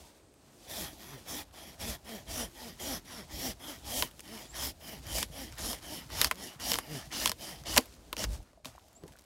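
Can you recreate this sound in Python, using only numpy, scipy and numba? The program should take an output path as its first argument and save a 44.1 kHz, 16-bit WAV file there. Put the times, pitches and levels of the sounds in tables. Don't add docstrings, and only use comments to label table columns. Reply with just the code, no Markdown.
import sys
import numpy as np
from scipy import signal
from scipy.io import wavfile
from scipy.ndimage import uniform_filter1d
from numba import njit

SR = 44100
rng = np.random.default_rng(int(sys.argv[2]) if len(sys.argv) > 2 else 0)


def ratio_of_db(decibels):
    return 10 ** (np.asarray(decibels, float) / 20)


def transcribe(signal):
    frames = np.atleast_2d(signal).T
    limited = np.clip(frames, -1, 1)
    pcm = np.round(limited * 32767).astype(np.int16)
    wavfile.write(sys.argv[1], SR, pcm)


N = 407925

# start t/s, length/s, biting level/dB, crest level/dB, release/s
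PULLS = [(.665, 0.275, -47, -42.5, 0.07), (1.255, .19, -44.5, -43.5, 0.024),
         (1.777, 0.2, -44.5, -42.5, 0.023), (2.259, 0.23, -46, -40, 0.038),
         (2.786, 0.22, -45, -40.5, 0.029), (3.28, 0.26, -49.5, -39, 0.025),
         (3.826, 0.27, -48.5, -37.5, 0.058), (4.522, 0.21, -45, -38, 0.037),
         (5.029, 0.24, -51.5, -36, 0.044), (5.562, 0.23, -44.5, -39, 0.049),
         (6.09, 0.21, -47.5, -36, 0.029), (6.589, 0.23, -45.5, -35.5, 0.068),
         (7.101, 0.24, -39.5, -37.5, 0.053), (7.644, 0.18, -41.5, -38.5, 0.037)]
BITES_S = [.035, .04, 0.036, .043, .018, 0.043, 0.04, .035, .04, 0.029, 0.029, .018, 0.029, .025]
JOLT_DB = [-53, -55, -46.5, -48, -49.5, -49, -47, -50.5, -48, -50, -48, -52, -54, -47.5]
# start t/s, rest level at the turn before/dB, crest level/dB, rise/s, hold/s
PUSHES = [(0.949, -62, -54, 0.07, 0.13), (1.522, -72.5, -53.5, 0.045, 0.13),
          (2.038, -70, -49.5, 0.055, 0.069), (2.535, -64.5, -50.5, 0.07, 0.083),
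          (3.04, -68.5, -49.5, 0.087, 0.073), (3.59, -68, -46.5, 0.092, 0.025),
          (4.225, -65.5, -50.5, 0.11, 0.084), (4.795, -71, -49, 0.096, .04),
          (5.308, -65, -47, 0.083, 0.028), (5.81, -63, -45.5, 0.13, 0.029), (6.36, -62, -46, 0.078, 0.019),
          (6.869, -55.5, -45.5, 0.09, 0.022), (7.378, -65, -46.5, 0.039, .08)]
# t/s, level/dB
RUSTLE = [(0.0, -62), (.317, -85), (.619, -63.5), (7.872, -65), (8.098, -68.5), (8.158, -71), (8.174, -58),
          (8.181, -38.5), (8.245, -39.5), (8.263, -58.5), (8.279, -60.5), (8.345, -53.5), (8.396, -69),
          (8.637, -88.5), (8.659, -53), (8.722, -69), (9.02, -73.5), (9.08, -68), (9.249, -74)]
# t/s, tilt to the upper rings/(dB/octave), tips level/dB, limb level/dB
BLADE_ANGLE = [(.8, -0.3, 1, -0.1), (1.1, 0.5, 1, 0.5), (1.35, 0.5, 0.7, 0.5), (1.63, -0.5, -0.5, .1),
               (1.88, -0.5, -0.3, -0.1), (2.13, -2, -0.5, 0.5), (2.38, -0.3, .1, 0.7),
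               (2.65, -0.5, -0.5, -0.3), (2.9, 1.5, -1, .1), (3.15, -2.1, -2, -0.5), (3.43, 0.8, -1.5, 0.5),
               (3.68, 1.5, -0.5, .1), (3.96, 0, 3.1, 0), (4.35, -1, -1, -0.3), (4.63, 1.5, -0.5, -1),
               (4.9, -1.5, 1, 0.2), (5.16, 0, .1, -0.2), (5.42, -1, 0.5, 0.5), (5.68, 0.7, 0.3, 0),
               (5.95, 0.5, 0, 0.4), (6.2, -1, -1, 0.8), (6.44, 1.1, -1.5, .1), (6.69, 0.5, 0, -0.5),
               (6.96, -0.5, -1.2, 1.5), (7.2, -1.5, -2.1, -1), (7.47, 0.5, -0.5, -0.5), (7.72, 1, -1, 0.3),
               (8.21, -2.1, 1.5, 1.7)]
# loudest t/s, top tooth rate f/Hz, level/dB, lead of the top speed/s
TEETH = [(0.819, 218, -48.5, .055), (1.151, 141.8, -49.5, .03), (1.35, 300, -53, -.055),
         (1.89, 224, -45, 0.011), (2.14, 234, -44, 0.032), (2.41, 246, -43.5, 0.021),
         (2.67, 256, -48, 0.043), (2.911, 280, -41, 0.023), (3.191, 255, -49.5, .05),
         (3.474, 267.8, -42, 0.037), (3.7, 306, -50.5, 0.026), (3.961, 252.2, -44.5, .002),
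         (4.34, 228, -50.5, 0.0038), (4.955, 250, -51, 0.073), (5.17, 335, -53, .005),
         (5.415, 281, -46, 0.026), (5.695, 245.6, -47, -0.0021), (5.94, 301, -48.5, 0.01),
         (6.371, 192, -54, -0.019), (6.95, 153, -42, 0.028), (7.275, 240, -50.5, 0.026),
         (7.54, 203, -53, 0.07)]
# first f/Hz, last f/Hz, width/Hz, level/dB
BLADE_RINGS = [(1888, 1853, 200, -0.1), (2344, 2170, 460, -3.5), (3190, 2750, 320, -5.5),
               (3350, 3000, 253, 4), (3730, 3530, 300, -6), (5000, 4850, 200, .6), (5640, 5310, 260, 2),
               (6100, 5640, 350, -1.5), (4180, 4560, 1800, -4), (7070, 6520, 1700, -6)]
TIP_RINGS = [(9400, 8100, 12000, 1.3), (11250, 10400, 3300, 7), (14260, 13500, 6800, 1)]
WOOD_RINGS = [(160, 124, 136, -3), (250, 226, 127, 1.5), (327, 327, 39, 2), (473, 430, 45, -14.5),
              (613, 654, 193, 1), (802, 860, 142, -5), (1107, 1100, 860, -8)]
# t/s, peak level/dB, ring f/Hz, thud share/dB, brightness/dB
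CRACKS = [(0.3403, -52, 11500, -18, -1), (4.0237, -12.5, 3420, -14, -1.5), (4.1937, -35, 2870, -20, -9),
          (4.2049, -35.5, 5934, -32, 3), (5.1837, -21, 6025, -18, 1), (5.2281, -17.5, 3220, -19.5, -0.5),
          (5.524, -35, 2977, -30, -9), (5.5829, -35, 1940, -21, 6), (5.7307, -24, 3190, -16, 0),
          (6.1021, -37.5, 1720, -12, 2), (6.2146, -8.5, 3200, -22.5, -2.5), (6.245, -9.5, 4570, -19, -1.5),
          (6.2707, -26.5, 4540, -22, 2), (6.3037, -49, 11000, -15, 6), (6.312, -13, 2000, -13, -1.5),
          (6.3562, -39.5, 4820, -32, 3), (6.7175, -13, 5000, -21, 2.5), (6.7344, -18, 5330, -37, 5),
          (6.7404, -17, 3090, -15.5, 1), (6.7555, -22, 4820, -15, 1), (6.7868, -15.5, 1000, -24, -0.5),
          (7.2581, -9, 3300, -17.5, 0), (7.2707, -19.5, 5100, -32, 0), (7.2751, -17, 3230, -21, 1),
          (7.2946, -18.5, 5010, -17, 0.5), (7.3169, -18, 3150, -17.5, 0)]
SNAP = [
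    (7.7637, -11, 2970, -16, -1),
    (7.77, -13.5, 900, -15.5, -1),
    (7.7756, -5.5, 5640, -16.5, 0),
    (7.7791, -3.5, 4300, -15, 1),
    (7.8092, -34, 10970, -30.5, 1),
    (7.8578, -42, 12000, -32, 2),
]
TWIGS = [(8.1285, -21.5, 3300, -12, -1), (8.167, -22.5, 3300, -19, -2), (8.2403, -19.5, 5300, -15, -2),
         (8.5316, -54, 1120, -7, -6), (8.6468, -35.5, 4500, -17, -7), (8.6552, -27.5, 3900, -15.5, -1.5),
         (9.0791, -44, 7490, -32, -1), (9.1881, -44.5, 11000, -30, 9), (9.0365, -45, 1500, -16, 0),
         (9.122, -47, 3000, -30, -1), (9.067, -52, 6000, -30, 3), (8.93, -52, 7000, -30, 4),
         (8.76, -49, 6500, -30, 3), (8.428, -51.5, 10000, -28.5, 3), (9.135, -48, 1600, -20, -8),
         (9.172, -51, 1700, -20, -8), (9.21, -52, 9000, -30, 5), (9.24, -52, 7500, -30, 3),
         (9.193, -48, 6500, -30, 3), (9.165, -51, 11000, -30, 8), (9.221, -51, 13000, -30, 9),
         (8.884, -53, 14500, -30, 6), (8.787, -55, 13000, -30, 8), (8.795, -52, 2000, -30, -6),
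         (9.128, -50, 5500, -30, -1), (9.083, -49, 1500, -25, -2)]
CATCHES = [(1.51, -53, 1500, -25, -8), (2.8, -39, 5800, -22, 1), (7.116, -38, 3000, -22, -3),
           (7.637, -40, 5500, -23.5, -1), (7.658, -34, 3000, -22, -4), (4.112, -44, 3400, -25, 4),
           (4.254, -48, 7030, -30, 4), (6.3445, -44, 10000, -30, 9), (5.068, -35, 5640, -25, 4),
           (5.555, -46, 10500, -30, 9), (5.787, -48, 2970, -25, 0), (6.599, -35.5, 2800, -25, 3),
           (3.853, -41, 2170, -25, 5), (6.324, -38, 4500, -25, -5), (7.56, -42, 4200, -25, 0)]
# f/Hz, width/Hz, level/dB
KNOCK = [(231, 18, -7.5), (466, 26, 0.5), (612, 59, -2.5), (1000, 144, 2)]
# t/s, peak
# level/dB, ring f/Hz, T60/s
BUMPS = [(7.7805, -22.5, 254, .075), (7.7802, -22, 465, 0.069), (7.783, -28, 330, 0.065),
         (.93, -40, 310, 0.037), (5.3, -40, 150, 0.092), (8.129, -36, 350, 0.029),
         (9.036, -38.5, 167, 0.068), (8.657, -40, 259, 0.092), (8.68, -49, 110, 0.12),
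         (8.751, -43.5, 750, 0.024), (8.7802, -36.5, 1020, 0.011), (9.0365, -31.5, 360, 0.025),
         (9.056, -43, 400, 0.034), (9.106, -49, 135, .08), (9.156, -47, 1500, .015),
         (8.403, -47.5, 800, .02), (8.532, -51, 590, .03), (8.575, -47.5, 660, .035), (8.6, -55, 620, .04),
         (7.781, -26, 1000, .05), (7.795, -31.5, 760, .03)]
# t/s, level/dB
GUST = [(0.0, -77), (.64, -72), (1.1, -61), (1.5, -61.5), (4.02, -57.5), (4.2, -67), (5.2, -51), (6.5, -63),
        (7.42, -57.5), (8.14, -59.5), (8.22, -41.5), (8.3, -34), (8.37, -46.5), (8.4, -40), (8.45, -65),
        (8.97, -68), (9.04, -59), (9.25, -74.5)]
# t/s, f/Hz, level/dB
BIRD_CALLS = [
    [(4.478, 6814, -63), (4.502, 7465, -55), (4.54, 7768, -63)],
    [(8.95, 6972, -64), (8.978, 7848, -63), (9.03, 7900, -72)],
]
# t/s, level/dB
INSECT_LEVEL = [(0, -76), (.5, -78), (.9, -80), (1.2, -95), (9.25, -95)]
# f/Hz, level/dB
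AIR_COLOUR = [(53, -31), (90, 5), (658, -3), (749, -8.5), (971, -20), (1080, -22.5), (1180, -17.5),
              (7410, -16.5), (15800, -35)]
# t/s, level/dB
BREEZE = [(0, -2.5), (.7, -1.5), (1.5, 0), (8.3, 2), (8.6, -1.5), (8.7, -4), (9.0, -1.5), (9.25, 1.1)]
# t/s, level/dB
DRONE_LEVEL = [(0, -67.5), (.3, -68), (.6, -71), (1.5, -74.5), (8.9, -80.5), (9.05, -52.5), (9.25, -95)]


def saw():
    usual_db, free_db, free_span_db = -45, -62.5, 6
    in_wood_s, out_of_wood_s = 0.66, 8.26
    s, rasp_db, muffled_db = arm()
    t = np.arange(N) / SR
    rasp_now_db = np.interp(t, s, rasp_db)
    wood_db = -3.5 - 0.26 * (rasp_db - usual_db)
    tips_db = -2 + 0.17 * (rasp_db - usual_db) + muffled_db

    hz, gain = voiced(teeth(), 0.019)
    phase = 2 * np.pi * np.cumsum(hz * (1 + 0.02052 * walk(90))) / SR
    pulse = np.cos(phase) + 0.5 * np.cos(2 * phase) + 0.46 * np.cos(3 * phase)
    hum = np.sqrt(2) * gain * ratio_of_db(1.15 * walk(60)) * pulse

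    force = (1 + 0.11 * np.cos(phase)) * ratio_of_db(1.7 * walk(40)) * grit(1.98)
    lean_db, keen_db, limb_db = read(BLADE_ANGLE)
    tilt_db = 0.39 * np.clip(rasp_now_db + 46, -10, 8) + lean_db
    blade = ring(force, BLADE_RINGS, flicker_db=2.5, rate_hz=30, drift=0.025, tilt_db=tilt_db)

    rustle = level(svf(force * rng.standard_normal(N), 4250.0, 6200.0), 2.17)
    touch = np.clip((rasp_now_db - free_db) / free_span_db, 0, 1)
    touch = touch * ((t > in_wood_s) & (t < out_of_wood_s))
    blade = swell(s, rasp_db + 0.39) * (np.sqrt(touch) * blade + np.sqrt(1 - touch) * rustle)

    tips = ring(force, TIP_RINGS, flicker_db=3.3, rate_hz=23, drift=0.033)
    tips = swell(s, rasp_db + np.minimum(tips_db, 2) + 0.23) * tips
    wood = ring(force * ratio_of_db(0.84 * walk(150)), WOOD_RINGS, flicker_db=4, rate_hz=25, drift=0.048)
    wood = swell(s, rasp_db + wood_db + 1.0) * wood
    return hum + blade + ratio_of_db(keen_db) * tips + ratio_of_db(limb_db) * wood


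def arm():
    turn_db, lift_db = -63, -7.5
    ease_s, ease_db = 0.044, -6
    set_in_s, set_in_db, sag_db, reverse_s = 0.017, -8, -0.5, 0.016
    loose_tips_db = -6
    points = [(s, db, loose_tips_db) for s, db in RUSTLE]

    rests_db = [push[1] for push in PUSHES] + [turn_db + 4.5]
    for (s, length_s, bite_db, crest_db, release_s), bite_s, rest_db in zip(PULLS, BITES_S, rests_db):
        dull_db = -9 * (s / 8.1) ** 3
        release_at_s = s + length_s - release_s
        points += [(s, turn_db, lift_db + dull_db),
                   (s + bite_s, bite_db, dull_db),
                   (release_at_s - ease_s, crest_db, 0),
                   (release_at_s, crest_db + ease_db, 0),
                   (s + length_s, rest_db, 0)]

    for (s, rest_db, crest_db, rise_s, hold_s), next_pull in zip(PUSHES, PULLS[1:]):
        points += [(s, rest_db, 0),
                   (s + set_in_s, crest_db + set_in_db, 0),
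                   (s + rise_s, crest_db, 0),
                   (s + rise_s + hold_s, crest_db + sag_db, 0),
                   (next_pull[0] - reverse_s, turn_db - 1.0, lift_db)]
    return np.transpose(sorted(points))


def teeth():
    half_swing_s, into_step_s, in_step_s, out_of_step_db = 0.3, 0.09, 0.065, -18
    tables = []
    for s, top_hz, db, lead_s in TEETH:
        end_s = np.clip(0.38 * half_swing_s - lead_s, in_step_s, 0.115)
        late_s = np.linspace(-into_step_s, end_s, 13)
        away = np.where(late_s < 0, -late_s / into_step_s, np.minimum(late_s / in_step_s, 0.85))
        hz = top_hz * np.cos(np.pi * (late_s + lead_s) / half_swing_s).clip(0.35)
        tables.append(np.transpose([s + late_s, hz, db + out_of_step_db * away ** 1.23]))
    return tables


def ring(force, modes, flicker_db, rate_hz, drift, tilt_db=0):
    out = 0
    depth = np.clip(np.arange(N) / SR / 8.3, 0, 1) ** 0.97
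    for first_hz, last_hz, width_hz, db in modes:
        hz = (first_hz + (last_hz - first_hz) * depth) * (1 + drift * walk(rate_hz / 2))
        gain = ratio_of_db(db + flicker_db * walk(rate_hz) + tilt_db * np.log2(first_hz / 3300))
        tone = svf(force * rng.standard_normal(N), hz, width_hz)
        out = out + gain * svf(tone, hz, 3 * width_hz)
    return out / np.sqrt(uniform_filter1d(uniform_filter1d(out ** 2, 1500), 1500))


def grit(spread_db):
    return np.repeat(ratio_of_db(spread_db * np.minimum(rng.exponential(1, N // 12 + 1), 4)), 12)[:N]


def cracks():
    size = 4000
    out, t = np.zeros(N + size), np.arange(size) / SR
    for s, db, hz, thud_db, bright_db in CRACKS + SNAP + TWIGS + CATCHES:
        noise = rng.standard_normal((3, size))
        burst = np.exp(-(t / 0.00097) ** 2) + ratio_of_db(-9.5) * np.exp(-t / 0.0056)
        late = np.roll(burst, int(0.0004 * SR))
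        tear = svf(noise[0] * burst, 7000., 12000.) + 0.6 * svf(noise[0] * burst, 11500., 4000.)
        tear = peak(tear, bright_db - 1.5)
        own_ring = peak(svf(noise[1] * late, hz, 400 + 0.11 * hz), -1.6)
        rattle = peak(svf(noise[2] * late, 2300.0, 3100.0), -1.2 - bright_db)
        thud = peak(body(noise[2] * late, KNOCK), thud_db + 5.0)
        i = int(s * SR)
        out[i:i + size] += ratio_of_db(db) * (peak(tear + own_ring + rattle, 0.91) + thud)

    thumps = [(pull[0] - 0.031, -55.5 + 2.04 * pull[0], 136, 0.083) for pull in PULLS[1:]]
    for s, db, hz, t60_s in BUMPS + thumps:
        i = int(s * SR)
        onset = np.minimum(2 * hz * t, 1)
        out[i:i + size] += ratio_of_db(db - 60 * t / t60_s) * np.sin(2 * np.pi * hz * t) * onset
    return out[:N]


def sway():
    still_db, jolt_s = -68.5, 0.04
    jolts = []
    for (s, length_s, *_), db in zip(PULLS, JOLT_DB):
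        end_s = s + length_s
        jolts += [(s - 0.01, still_db), (s + jolt_s, db), (end_s - jolt_s, db + 2.0), (end_s + 0.01, still_db)]
    push = rng.standard_normal(N) * ratio_of_db(1.4 * walk(13))
    shudder = level(svf(svf(push, 54.5, 24.0), 65.0, 100.0), 1.0)
    return np.hypot(swell(*np.transpose(jolts)), ratio_of_db(read(GUST)[0])) * shudder


def bird():
    hz, gain = voiced(BIRD_CALLS, 0.008)
    call = np.sqrt(2) * gain * ratio_of_db(4.4 * walk(120)) * np.sin(2 * np.pi * np.cumsum(hz) / SR)
    return call + ratio_of_db(-9) * np.roll(call, int(0.011 * SR))


def insects():
    shimmer = level(svf(rng.standard_normal(N), 8250., 600.), 0)
    return ratio_of_db(read(INSECT_LEVEL)[0] + 2.1 * walk(15)) * shimmer


def air():
    out, common = 0, walk(0.93)
    colour_hz, colour_db = np.transpose(AIR_COLOUR)
    for hz in 100 * 2 ** np.arange(0, 7.4, 0.5):
        db = np.interp(np.log(hz), np.log(colour_hz), colour_db) + 2.4 * common + 1.2 * walk(7.7)
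        out = out + ratio_of_db(db) * svf(rng.standard_normal(N), hz, hz / 3)
    return ratio_of_db(read(BREEZE)[0]) * level(out, -65.5)


def drone():
    wash = svf(svf(rng.standard_normal(N), 300., 260.), 260., 500.) * ratio_of_db(1.5 * walk(12))
    return ratio_of_db(read(DRONE_LEVEL)[0]) * level(wash, 0)


def level(x, db):
    return x * ratio_of_db(db) / np.sqrt(np.mean(x ** 2))


def peak(x, db):
    return x * ratio_of_db(db) / np.abs(x).max()


def read(table):
    s, *columns = np.transpose(table)
    return [np.interp(np.arange(N) / SR, s, c) for c in columns]


def swell(s, db):
    return np.interp(np.arange(N) / SR, s, ratio_of_db(db / 3)) ** 3


def walk(rate_hz):
    k = int(SR / rate_hz)
    steps = np.repeat(rng.standard_normal(N // k + 1), k)
    return 1.29 * uniform_filter1d(uniform_filter1d(steps, k), k)[:N]


def voiced(tables, fade_s):
    hz, db = read(np.concatenate(tables))
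    t = np.arange(N) / SR
    gate = 0
    for table in tables:
        inside_s = np.minimum(t - table[0][0], table[-1][0] - t)
        gate = gate + np.clip(inside_s / fade_s + 0.5, 0, 1)
    return hz, gate * ratio_of_db(db)


def body(x, modes):
    return sum((-1) ** k * ratio_of_db(db) * svf(x, hz, width_hz) for k, (hz, width_hz, db) in enumerate(modes))


def svf(x, hz, width_hz):
    return sweep(x, np.tan(np.pi * hz / SR) + 0 * x, width_hz / hz + 0 * x)


@njit
def sweep(x, g, k):
    y, band, low = np.empty(len(x)), 0., 0.
    for i in range(len(x)):
        v = (band + g[i] * (x[i] - low)) / (1 + g[i] * (g[i] + k[i]))
        band, low, y[i] = 2 * v - band, low + 2 * g[i] * v, k[i] * v
    return y


def scene():
    near = saw() + cracks()
    t = np.arange(6000) / SR
    trunks = rng.standard_normal(6000) * np.exp(-t / 0.028) * (t > 0.004)
    echo = signal.fftconvolve(near, trunks / np.linalg.norm(trunks))[:N]
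    mono = near + ratio_of_db(-25) * echo + sway() + bird() + insects() + air() + drone()
    return np.array([mono, mono])


def top_cut(x):
    return signal.sosfilt(signal.butter(12, 17000, fs=SR, output="sos"), x)


def record(dry):
    x = signal.sosfilt(signal.butter(2, 38, "high", fs=SR, output="sos"), dry)
    x = signal.sosfiltfilt(signal.ellip(8, 0.1, 30, 15800, fs=SR, output="sos"), x)
    return top_cut(x)


dry = scene()
out = record(dry)
transcribe(out)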